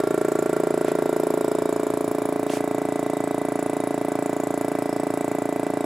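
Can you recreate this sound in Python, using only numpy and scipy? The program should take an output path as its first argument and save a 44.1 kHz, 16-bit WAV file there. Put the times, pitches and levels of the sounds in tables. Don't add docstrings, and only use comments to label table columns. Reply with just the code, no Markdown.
import sys
import numpy as np
from scipy import signal
from scipy.fft import rfft, irfft, next_fast_len
from scipy.io import wavfile
from scipy.ndimage import map_coordinates

SR = 44100
rng = np.random.default_rng(int(sys.argv[2]) if len(sys.argv) > 2 else 0)


def waveform_to_disk(signal):
    frames = np.transpose(np.atleast_2d(signal))
    scaled = np.clip(frames, -1, 1) * 32767
    samples = np.round(scaled).astype(np.int16)
    wavfile.write(sys.argv[1], SR, samples)


N = 257984
TIME = np.arange(N) / SR

# middle/s, length/s
MOVE = (1.9, 1.65)
CLEAR_TOP = (0.8, 0.83)
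# nearest at t/s, half length/s
PUMP_PASS, DOOR_PASS = (1.6, 0.57), (1.34, 0.79)

# multiple of the shaft speed, level above the oven/dB, level in front/dB
BENCH_TONES = [(2, -58, -60.5), (6, -55, -60)]
# f/Hz, level/dB
MAINS_TONES = [(120, -51), (240, -56), (360, -53.5)]
# f/Hz, relative level/dB
AIR_COLOUR = [(20, -20), (45, -20), (80, -10), (115, -2), (220, 3), (450, 0), (800, 0), (1400, -1),
              (2300, -10.5), (3100, -17), (3650, -13.5), (4300, -18), (6000, -19.5), (10000, -23),
              (13000, -30), (16000, -33)]
# f/Hz, width/Hz, gain above the oven/dB, gain in front/dB
EXHAUST_MODES = [(132.8, 76, 19, 17), (193.7, 30, 1.5, 16), (251.7, 50, 21.5, 19.5), (298, 52.4, 13, 31),
                 (433.5, 57, 34.5, 20.5), (420.4, 251.7, 35.5, 23), (503, 162.6, 35, 27),
                 (613, 216, 33, 31.5), (675, 188.4, 29, 30), (846, 44, 11, 5), (975, 730, 23, 20),
                 (1218, 840, 17.5, 14.5)]
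# f/Hz, relative level/dB
JET_COLOUR = [(500, -34), (1200, -38), (2300, 4.5), (3200, -21), (6000, -6.5), (8000, -0.5), (11000, 9.5),
              (12200, -4), (14000, -10), (16000, -38)]
# f/Hz, width/Hz, relative level/dB
REED_MODES = [(3784, 116, -4), (5210, 440, -6), (7070, 134, 4), (7590, 150, 2), (7970, 173, 3.5),
              (9880, 120, 4.5), (11280, 180, 3), (12670, 240, -2.5), (14500, 300, -3.5)]
# f/Hz, width/Hz, gain above the oven/dB, gain in front/dB
CASING_MODES = [(1120, 32, 6, -2), (1374, 19, 14, 4.5), (1515, 120, 3.5, 1.5), (1850, 116, -10, -8.5),
                (1966, 22, 4.5, -13), (2313, 180, 2.5, -15.5), (2324, 101, 6.5, 1)]
# f/Hz, t/s
ECHO_FADE = [(200, 0.63), (2000, .22), (12000, 0.22)]
# f/Hz, gain/dB
ECHO_COLOUR = [(100, -8), (350, -17), (800, -10.5), (1350, -6.5), (1700, -2), (3000, -2), (7000, -16)]
# middle t/s, half length/s, level/dB, treble tilt/(dB per octave)
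RUBS = [(0.887, 0.026, -39, -8), (2.543, 0.041, -37.5, -3)]
# f/Hz, relative level/dB
RUB_COLOUR = [(700, -39), (1600, -3.5), (3500, -7.5), (7000, -5), (10000, -4.5), (13000, -12), (16000, -26)]
# t/s, f/Hz, level/dB, time to fade by 60 dB/s
CONTACT_TICKS = [(2.496, 2760, -30, 0.028), (2.497, 3300, -26, 0.0066)]
# f/Hz, likeness from 0 to 1
STEREO_LIKENESS = [(60, .97), (300, .98), (1400, .93), (3500, .83), (5500, .6), (8000, .8), (12000, .68),
                   (15000, .65)]
# f/Hz, level/dB
LEFT_LOUDER = [(100, .2), (300, .2), (420, -.3), (560, -1.8), (700, -3), (1200, -.5), (2400, -1.2),
               (5000, -1), (8000, -1.3), (14000, 1)]
# f/Hz, phase/rad
LEFT_AHEAD = [(100, -.1), (400, -.28), (800, -.14), (3000, -.06), (6000, -.05), (8000, -.5), (10000, -.8),
              (12000, -1.5), (15000, -2)]


def amp(db):
    return 10 ** (np.asarray(db) / 20)


def unit(x):
    return x / np.sqrt(np.mean(x ** 2) + 1e-20)


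def along(points, hz):
    f, values = np.transpose(points)
    return np.interp(np.log(hz + 1), np.log(f + 1), values)


def ease(middle_s, length_s):
    return .5 + .5 * np.sin(np.pi * np.clip((TIME - middle_s) / length_s, -.5, .5))


def swell(peak_s, half_s):
    return 1 / (1 + ((TIME - peak_s) / half_s) ** 2)


def heard(above, front):
    place = ease(*MOVE)
    return (1 - place) * above + place * front


def passing(spot, above_db, front_db, near_db):
    return amp(heard(above_db, front_db) + near_db * swell(*spot))


def filtered(x, response):
    size = next_fast_len(N + SR // 2)
    return irfft(rfft(x, size) * response(np.fft.rfftfreq(size, 1 / SR)), size)[..., :N]


def ring(x, hz, width):
    return filtered(x, lambda f: 1j * f * width / (hz * hz - f * f + 1j * f * width))


def body(drive, modes):
    return heard(*sum((-1) ** k * amp([[above], [front]]) * ring(drive, hz, width)
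                      for k, (hz, width, above, front) in enumerate(modes)))


def noise(colour):
    def shape(f):
        spread = np.arccos(along(STEREO_LIKENESS, f)) / 2
        return amp(along(colour, f)) * [np.cos(spread), np.sin(spread)]
    mid, side = filtered(rng.standard_normal((2, N)), shape)
    return unit(np.array([mid + side, mid - side]))


def kicks(times, scatter_db):
    at = times[:, None] * SR
    taps = np.floor(at).astype(int) + np.arange(-7, 9)
    shape = np.sinc(taps - at) * np.cos(np.pi * (taps - at) / 16) ** 2
    size = amp(scatter_db * rng.standard_normal((len(times), 1)))
    return np.bincount(np.clip(taps, 0, N).ravel(), (size * shape).ravel(), N + 1)[:N]


def hum(turns):
    tone = lambda multiple: np.sin(2 * np.pi * multiple * turns)
    bench = sum(amp(heard(above, front)) * tone(k) for k, above, front in BENCH_TONES)
    drone = passing(DOOR_PASS, above_db=-55, front_db=-36.5, near_db=18.5) * tone(multiple=15)
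    mains = sum(amp(db) * np.sin(2 * np.pi * hz * TIME) for hz, db in MAINS_TONES)
    return bench + drone + mains


def fan_and_air():
    return amp(heard(above=-40, front=-41)) * noise(AIR_COLOUR)


def exhaust(strokes, low_hz=110, soft_hz=1500, gain_db=-1.13):
    soften = lambda f: (1j * f / (low_hz + 1j * f) / (1 + 1j * f / soft_hz)) ** 2
    puffs = filtered(kicks(strokes, scatter_db=0.18), soften)
    sound = amp(gain_db) * body(puffs, EXHAUST_MODES)
    sound += amp(-7) * swell(*PUMP_PASS) * ring(sound, hz=1130, width=250)
    over_top = 1 - ease(*CLEAR_TOP)
    return sound - 0.64 * over_top * ring(sound, hz=825, width=110)


def valves(strokes, delay_s=0.00029, rise_s=0.00075, wander_db=2.57, wander_per_s=3.03):
    latest = np.maximum(np.searchsorted(strokes + delay_s, TIME) - 1, 0)
    age = np.maximum(TIME - strokes[latest] - delay_s, 0)
    spurt = lambda fade_s: (1 - np.exp(-age / rise_s)) * amp(-60 * age / fade_s)
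    strength = lambda scatter_db: amp(scatter_db * rng.standard_normal(len(strokes)))[latest]
    jet = noise(JET_COLOUR) * spurt(fade_s=0.025) * strength(scatter_db=0.9)
    flow = noise([(1000, 0), (16000, 0)]) * spurt(fade_s=0.036)
    reeds = np.zeros((2, N))
    for hz, width, db in REED_MODES:
        wander = map_coordinates(rng.standard_normal(256), [TIME * wander_per_s], mode="mirror")
        reeds += amp(db + wander_db * wander) * ring(flow * strength(scatter_db=1.3), hz, width)
    jet_gain = passing(PUMP_PASS, above_db=-35.5, front_db=-38, near_db=-1.5)
    reed_gain = passing(PUMP_PASS, above_db=-45, front_db=-47, near_db=1)
    return jet_gain * jet + reed_gain * unit(reeds)


def casing(strokes, knock_s=0.000905, return_s=.017, gain_db=-0.87, over_top_db=3):
    jitter_s = .00003 * rng.standard_normal((len(strokes), 2))
    knock = body(kicks(strokes + knock_s + jitter_s[:, 0], scatter_db=1.5), CASING_MODES)
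    rod = ring(kicks(strokes + return_s + jitter_s[:, 1], scatter_db=0.8), hz=2002, width=13)
    rod *= heard(above=amp(7), front=amp(13))
    over_top = 1 - ease(*CLEAR_TOP)
    return amp(gain_db + over_top_db * over_top) * (knock + rod)


def room_echo(sound, count=4):
    hz, t, hiss = signal.stft(rng.standard_normal((count, 2, SR // 3)), SR, nperseg=256)
    fade = amp(-60 * t / along(ECHO_FADE, hz)[:, None])
    tails = signal.istft(hiss * fade, SR, nperseg=256)[1]
    stop_s = MOVE[0] + MOVE[1] / 2
    path = (count - 1) * np.clip(TIME / stop_s, 0, 1)
    echo = np.zeros((2, N))
    for k, tail in enumerate(tails):
        share = np.cos(np.pi / 2 * np.clip(path - k, -1, 1))
        echo += share * signal.fftconvolve(sound[None], tail / np.linalg.norm(tail[0]), axes=1)[:, :N]
    width = lambda f: np.sqrt(1 - along(STEREO_LIKENESS, f))
    mid, side = filtered(echo, lambda f: amp(along(ECHO_COLOUR, f)) * [np.ones_like(f), width(f)])
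    return np.array([mid + side, mid - side])


def scuffs():
    rub = noise(RUB_COLOUR)
    sound = np.zeros((2, N))
    for middle_s, half_s, db, tilt_db in RUBS:
        dulled = unit(filtered(rub, lambda f: amp(tilt_db * np.log2(np.maximum(f, 1000) / 1000))))
        sound += amp(db) * dulled / (1 + ((TIME - middle_s) / half_s) ** 4)
    for start_s, hz, db, fade_s in CONTACT_TICKS:
        age = np.maximum(TIME - start_s, 0)
        sound += amp(db - 60 * age / fade_s) * np.sin(2 * np.pi * hz * age)
    return sound


def scene(shaft_hz=28.4055, creep_hz_per_s=.00548, first_stroke_s=.00076):
    turns = np.cumsum(shaft_hz + creep_hz_per_s * TIME) / SR
    strokes = first_stroke_s + np.interp(np.arange(int(turns[-1]) + 1), turns, TIME)
    pump = exhaust(strokes) + casing(strokes) + valves(strokes)
    return hum(turns) + fan_and_air() + pump + room_echo(pump.mean(0)) + scuffs()


def record(dry, top_hz=15900):
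    half = np.array([[.5], [-.5]])
    sides = lambda f: amp(half * along(LEFT_LOUDER, f)) * np.exp(1j * half * along(LEFT_AHEAD, f))
    return filtered(dry, lambda f: sides(f) * (f < top_hz))


dry = scene()
out = record(dry)
waveform_to_disk(out)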